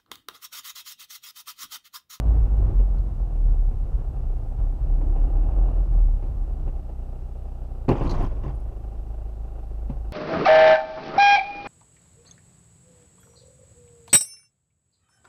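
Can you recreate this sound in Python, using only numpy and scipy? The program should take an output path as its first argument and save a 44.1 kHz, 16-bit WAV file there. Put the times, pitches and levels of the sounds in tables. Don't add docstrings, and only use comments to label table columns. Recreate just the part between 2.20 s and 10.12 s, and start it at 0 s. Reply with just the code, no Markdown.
import sys
import numpy as np
from scipy import signal
from scipy.fft import rfft, irfft
from scipy.io import wavfile

SR = 44100
rng = np.random.default_rng(int(sys.argv[2]) if len(sys.argv) > 2 else 0)


def put_to_file(sound):
    columns = np.atleast_2d(sound).T
    safe = np.clip(columns, -1, 1)
    whole_steps = np.round(safe * 32767)
    wavfile.write(sys.argv[1], SR, whole_steps.astype(np.int16))


N = 349391

# (time [s], firing rate [firings per s])
ENGINE_SPEED = [(0, 54.5), (.25, 52), (.6, 45), (1, 42), (1.5, 33.6), (2.1, 31), (2.75, 36), (3, 33.4),
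                (3.4, 41.5), (3.7, 41), (4.06, 32.9), (4.55, 30.3), (5.6, 30.4), (6.05, 26.55)]


def engine_speed():
    firing_hz, = in_time(ENGINE_SPEED)
    return firing_hz, np.cumsum(firing_hz) / SR


# (multiple of the firing rate [-], level [dB])
HIGHER_ORDERS = [(3, -49.5), (4, -48.5), (5, -55.5), (6, -59.5), (8, -59.5)]
IDLE_HZ = 26.55
BOOM_IDLE_DB, BOOM_DB_PER_HZ = -36, .66
OCTAVE_IDLE_DB, OCTAVE_DRIVING_DB, OCTAVE_WIDTH_HZ = -32, -40, 4


def engine_boom(firing_hz, turns, waver_db, shake_rad):
    above_idle = firing_hz - IDLE_HZ
    firing_gain = from_db(BOOM_IDLE_DB + BOOM_DB_PER_HZ * above_idle) + lugging()
    firing_db = 20 * np.log10(firing_gain)
    resonance = 1 / (1 + (above_idle / OCTAVE_WIDTH_HZ) ** 2)
    octave_db = OCTAVE_DRIVING_DB + (OCTAVE_IDLE_DB - OCTAVE_DRIVING_DB) * resonance
    boom = 0
    for order, db in [(1, firing_db), (2, octave_db)] + HIGHER_ORDERS:
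        phase = order * (2 * np.pi * turns + shake_rad * drift(15))
        gain = np.sqrt(2) * from_db(db + waver_db * drift(10))
        boom = boom + gain * np.cos(phase)
    return boom


# (time [s], hold [s], level [dB])
LABOURING = [(.54, .02, -17), (1.15, .27, -22), (1.5, .12, -28), (2.02, .04, -28), (2.68, .27, -23),
             (3.08, .1, -21), (3.34, .01, -18), (3.67, .18, -20), (4.35, .08, -32), (5.8, .17, -24.5)]


def lugging():
    spells = [gesture(s, db, .05, hold, fall_db_per_s=130) for s, hold, db in LABOURING]
    return np.max(spells, axis=0)


# (time [s], extra clatter [dB])
ACCELERATOR = [(0, 6.8), (.85, 0), (2.55, .5), (3.2, 8.2), (3.48, 9.5), (3.7, 0)]
# (frequency [Hz], relative level [dB per Hz])
ENGINE_BAY_COLOUR = [(100, -16.5), (200, -1), (270, -1), (360, 1.5), (460, -3), (610, -2.5), (740, -3),
                     (795, 0.5), (880, -11), (1100, -14.5), (1400, -18.5), (1650, -28.5), (2200, -37.5),
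                     (2800, -26.5), (3300, -49), (8000, -58)]
CLATTER_DB, THROB_DEPTH = -50.3, .38


def engine_clatter(turns, repeat, uneven_db, jitter_db, count=120):
    pedal_db, = in_time(ACCELERATOR)
    harmonics = np.exp(2j * np.pi * rng.random(count))
    knocks = irfft(np.r_[0, harmonics], 32 * count)
    same = rms_one(np.interp(turns % 1, np.linspace(0, 1, len(knocks)), knocks))
    throb = (1 + THROB_DEPTH * np.cos(2 * np.pi * turns)) / np.sqrt(1 + THROB_DEPTH ** 2 / 2)
    strength = from_db(uneven_db * np.cos(np.pi * turns) + jitter_db * drift(60))
    puffs = throb * strength
    steady = rms_one(colour(same * puffs, ENGINE_BAY_COLOUR))
    loose = rms_one(colour(rng.standard_normal(N) * puffs, ENGINE_BAY_COLOUR))
    mix = np.sqrt(repeat) * steady + np.sqrt(1 - repeat) * loose
    return from_db(CLATTER_DB + pedal_db) * mix


# (time [s], level [dB], cabin boom relative to that level [dB])
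BODY_BLOWS = [(.595, -33, -2), (1.155, -38, -6), (1.512, -39, -6), (2.811, -35, -8), (2.96, -35, -8),
              (3.787, -37, -6), (4.025, -35.5, -8), (4.475, -34, -10), (5.682, -18, 3), (5.688, -14.5, -11),
              (5.712, -20, -5), (5.752, -25.5, -6), (5.809, -21, 0), (5.85, -25, -3), (6.005, -27.5, -7),
              (6.115, -34, -6), (6.166, -37, -6), (6.234, -34.5, 0), (6.262, -34, 12), (7.696, -32.5, 9)]
# (frequency [Hz], relative level [dB], time to die away by 60 dB [s])
BODY_PANELS = [(109, -10, .25), (140, -12, .25), (248, -5, .23), (335, -9, .2), (422, -5, .2),
               (795, -14, .25), (850, -14, .25), (1080, -17, .35), (2369, -22, .06), (494, -3, .19),
               (542, 5, .18), (592, 3, .08)]
# (frequency [Hz], relative level [dB per Hz])
SHELL_COLOUR = [(40, 0.5), (75, 5.5), (130, -2), (250, 2), (400, -2), (600, -16), (800, -8), (1100, -21),
                (1500, -30), (2000, -32), (2700, -29), (3600, -49.5), (6000, -56.5), (14000, -65.5)]
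BLOW_T60_S, BLOW_T60_S_PER_DB = .125, .0015


def blows(rise_s, ring_db, thud_db, cabin_hz, cabin_t60_s, swell_s):
    s, db, boom_db = np.transpose(BODY_BLOWS)
    t60 = np.maximum(BLOW_T60_S - BLOW_T60_S_PER_DB * (db.max() - db), rise_s)
    thud = colour(rng.standard_normal(N) * bursts(zip(s, db, t60), rise_s), SHELL_COLOUR)
    boom_rows = [(start, level_db, cabin_t60_s) for start, level_db in zip(s, db + boom_db)]
    boom = bursts(boom_rows, swell_s, cabin_hz)
    signs = rng.choice([-1, 1], (len(BODY_BLOWS), len(BODY_PANELS)))
    strengths = signs * from_db(db)[:, None]
    rings = 0
    for (hz, panel_db, panel_t60), strength in zip(BODY_PANELS, strengths.T):
        clicks = np.zeros(N)
        clicks[(s * SR).astype(int)] = strength
        rings = rings + from_db(panel_db) * ring(clicks, hz, panel_t60)
    return from_db(thud_db) * thud - boom + from_db(ring_db) * rings


# (frequency [Hz], relative level [dB per Hz])
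BUMPER_COLOUR = [(53, -47.5), (90, -7), (132, 6), (190, -4.5), (268, -2.5), (509, -17.5), (870, -14.5),
                 (1450, -30.5), (2760, -37), (3210, -38), (4240, -49), (4620, -44), (6640, -51),
                 (15000, -76)]


def crunch(per_s, spread_db, rub, cycles, groan_hz, groan_t60_s, groan_db, count=40):
    at = np.flatnonzero(rng.random(N) < per_s / SR)
    size_db = spread_db * np.minimum(rng.exponential(1, len(at)), 2)
    sizes = rng.choice([-1, 1], len(at)) * from_db(size_db)
    pitch_number = rng.integers(0, count, len(at))
    snaps = 0
    for k, hz in enumerate(np.geomspace(300, 9000, count)):
        clicks = np.zeros(N)
        clicks[at] = sizes * (pitch_number == k)
        snaps = snaps + hz * ring(clicks, hz, cycles / hz)
    rubbing = rub * rng.standard_normal(N) * from_db(spread_db * drift(90) / 2)
    crushing = rms_one(colour(rms_one(snaps) + rubbing, BUMPER_COLOUR))
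    groan = from_db(groan_db) * rms_one(ring(rubbing, groan_hz, groan_t60_s))
    return pressing() * (crushing + groan)


# (time [s], hold [s], level [dB])
BUMPER_CONTACTS = [(5.68, .025, -28.5), (5.69, .1, -33.5), (5.8, .235, -31), (6.229, .008, -37.5),
                   (6.27, .018, -40), (7.685, .02, -49)]
CREAK_DB, CREAK_FALL_DB_PER_S = -11.5, 55


def pressing():
    contacts = [gesture(s, db, .01, hold, fall_db_per_s=290) for s, hold, db in BUMPER_CONTACTS]
    force = np.max(contacts, axis=0)
    fade = from_db(-CREAK_FALL_DB_PER_S * np.arange(N) / SR)
    fading_force = np.maximum.accumulate(force / fade) * fade
    return np.maximum(force, from_db(CREAK_DB) * fading_force)


# (time [s], level [dB], time to die away by 60 dB [s])
PLASTIC_CRACKS = [(.781, -61, 0.054), (5.689, -35.5, 0.021), (5.872, -49, .05), (5.894, -40, 0.053),
                  (5.908, -40.5, 0.08), (5.945, -56, .1), (6.232, -70, .05), (7.696, -67.5, 0.089)]
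# (frequency [Hz], relative level [dB per Hz])
SPLINTER_COLOUR = [(1500, -20), (3600, -6), (4150, 7.5), (5300, -7.5), (6650, -4.5), (7500, -21),
                   (14000, -28)]
# (time [s], level [dB], frequency [Hz])
TINKLING_SHARDS = [(5.833, -56, 9500), (6.025, -59, 11700), (6.027, -58, 9300), (6.058, -62, 11800),
                   (6.351, -59, 9400), (6.4, -61, 9500)]


def cracks(rise_s, shard_t60_s):
    splits = colour(rng.standard_normal(N) * bursts(PLASTIC_CRACKS, rise_s), SPLINTER_COLOUR)
    tinkle = sum(bursts([(s, db, shard_t60_s)], rise_s, hz) for s, db, hz in TINKLING_SHARDS)
    return splits + tinkle * np.cos(.8 * drift(400))


# (time [s], level [dB])
ROAD_RUMBLE = [(0, -21), (.65, -22), (1.0, -28), (2.2, -26.5), (3.5, -25.5), (4.45, -28.5), (4.8, -36),
               (6.75, -43)]
# (time [s], level [dB])
SPRING_ROCKS = [(5.68, -23.5), (7.5, -36.5)]
# (frequency [Hz], relative level [dB per Hz])
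ROAD_COLOUR = [(18, -22.5), (28, -5), (40, 5.5), (55, -0.5), (72, -7.5), (100, -9.5), (135, -14),
               (175, -27.5), (320, -29.5), (600, -38.5), (1100, -45), (2000, -62), (5000, -76.5),
               (12000, -87)]


def road(lumpy_db, rocking_hz, darkening):
    rolling_db, = in_time(ROAD_RUMBLE)
    rocking = sum(gesture(s, db, .2, 0, fall_db_per_s=23) for s, db in SPRING_ROCKS)
    level_db = 20 * np.log10(np.hypot(from_db(rolling_db), rocking))
    rumble = colour(rng.standard_normal(N) * from_db(lumpy_db * drift(30)), ROAD_COLOUR)
    low_pass = signal.butter(2, rocking_hz, fs=SR, output="sos")
    deep = signal.sosfiltfilt(low_pass, rumble)
    dimming = from_db(darkening * (level_db - level_db.max()))
    return from_db(level_db) * (deep + (rumble - deep) * dimming)


def scrub(hz, t60_s, lumpy_db):
    grip = rng.standard_normal(N) * from_db(lumpy_db * drift(25))
    grumble = rms_one(ring(grip, hz, t60_s) - ring(grip, hz * 0.78, t60_s))
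    return gesture(2.6, -43, .22, 0, fall_db_per_s=14) * grumble


def from_db(db):
    return np.exp(np.asarray(db) * (np.log(10) / 20))


def rms_one(x):
    return x / np.sqrt(np.mean(x ** 2) + 1e-20)


def in_time(rows):
    s, *columns = np.transpose(rows)
    return [np.interp(np.arange(N) / SR, s, c) for c in columns]


def colour(x, points):
    hz, db = np.transpose(points)
    size = 2 ** 14
    log_f = np.log(np.fft.rfftfreq(size, 1 / SR) + 1)
    below = np.minimum(log_f - np.log(hz[0]), 0)
    gain = rms_one(from_db(np.interp(log_f, np.log(hz), db) + 20 * below))
    cepstrum = irfft(np.log(gain))
    cepstrum[1:size // 2] *= 2
    cepstrum[size // 2 + 1:] = 0
    return signal.oaconvolve(x, irfft(np.exp(rfft(cepstrum))))[:N]


def drift(rate):
    knots = rng.standard_normal(4096)
    return np.interp(np.arange(N) / SR * rate, np.arange(len(knots)), knots)


def ring(x, hz, t60):
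    r, w = from_db(-60 / (t60 * SR)), 2 * np.pi * hz / SR
    return signal.lfilter([0, np.sin(w)], [1, -2 * r * np.cos(w), r * r], x + 1e-18)


def gesture(s, db, rise, hold, fall_db_per_s):
    age = np.arange(N) / SR - s
    fade_s = np.maximum(age - rise - hold, 0)
    return np.clip(age / rise, 0, 1) * from_db(db - fall_db_per_s * fade_s)


def bursts(rows, rise, hz=None):
    out, age = np.zeros(N + SR), np.arange(SR // 2) / SR
    tone = 1 if hz is None else np.sin(2 * np.pi * hz * age)
    for s, db, t60 in rows:
        start = int(s * SR)
        swell = 1 - np.exp(-age / rise)
        out[start:start + len(age)] += tone * from_db(db - 60 * age / t60) * swell
    return out[:N]


def scene():
    firing_hz, turns = engine_speed()
    engine = engine_boom(firing_hz, turns, waver_db=1.2, shake_rad=.09)
    engine = engine + engine_clatter(turns, repeat=0.52, uneven_db=-0.1, jitter_db=2.0)
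    body = blows(rise_s=.0016, ring_db=-14.5, thud_db=1.5, cabin_hz=134, cabin_t60_s=.2, swell_s=.005)
    plastic = crunch(per_s=1500, spread_db=4.5, rub=.9, cycles=37,
                     groan_hz=1046, groan_t60_s=0.023, groan_db=-13.5)
    plastic = plastic + cracks(rise_s=0.0013, shard_t60_s=0.055)
    tyres = road(lumpy_db=2.5, rocking_hz=68, darkening=0.18)
    tyres = tyres + scrub(hz=338, t60_s=0.037, lumpy_db=1.0)
    return (engine + body + plastic + tyres)[None]


# (frequency [Hz], relative level [dB per Hz])
HISS_COLOUR = [(100, -2.5), (1000, 12.5), (3000, 5), (5000, 2.5), (8000, 0.5), (15000, -2.5)]
HISS_DB, WHINE_HZ, WHINE_DB, CUTOFF_HZ = -69.0, 7882, -88, 15100


def record(dry):
    top = .47
    rounded = dry / (1 + (dry / top) ** 6) ** (1 / 6)
    hiss = from_db(HISS_DB) * colour(rng.standard_normal(N), HISS_COLOUR)
    whine = from_db(WHINE_DB) * np.sqrt(2) * np.sin(2 * np.pi * WHINE_HZ * np.arange(N) / SR)
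    top_cut = signal.ellip(10, .1, 80, CUTOFF_HZ, fs=SR, output="sos")
    return signal.sosfilt(top_cut, rounded + hiss + whine)


dry = scene()
out = record(dry)
put_to_file(out)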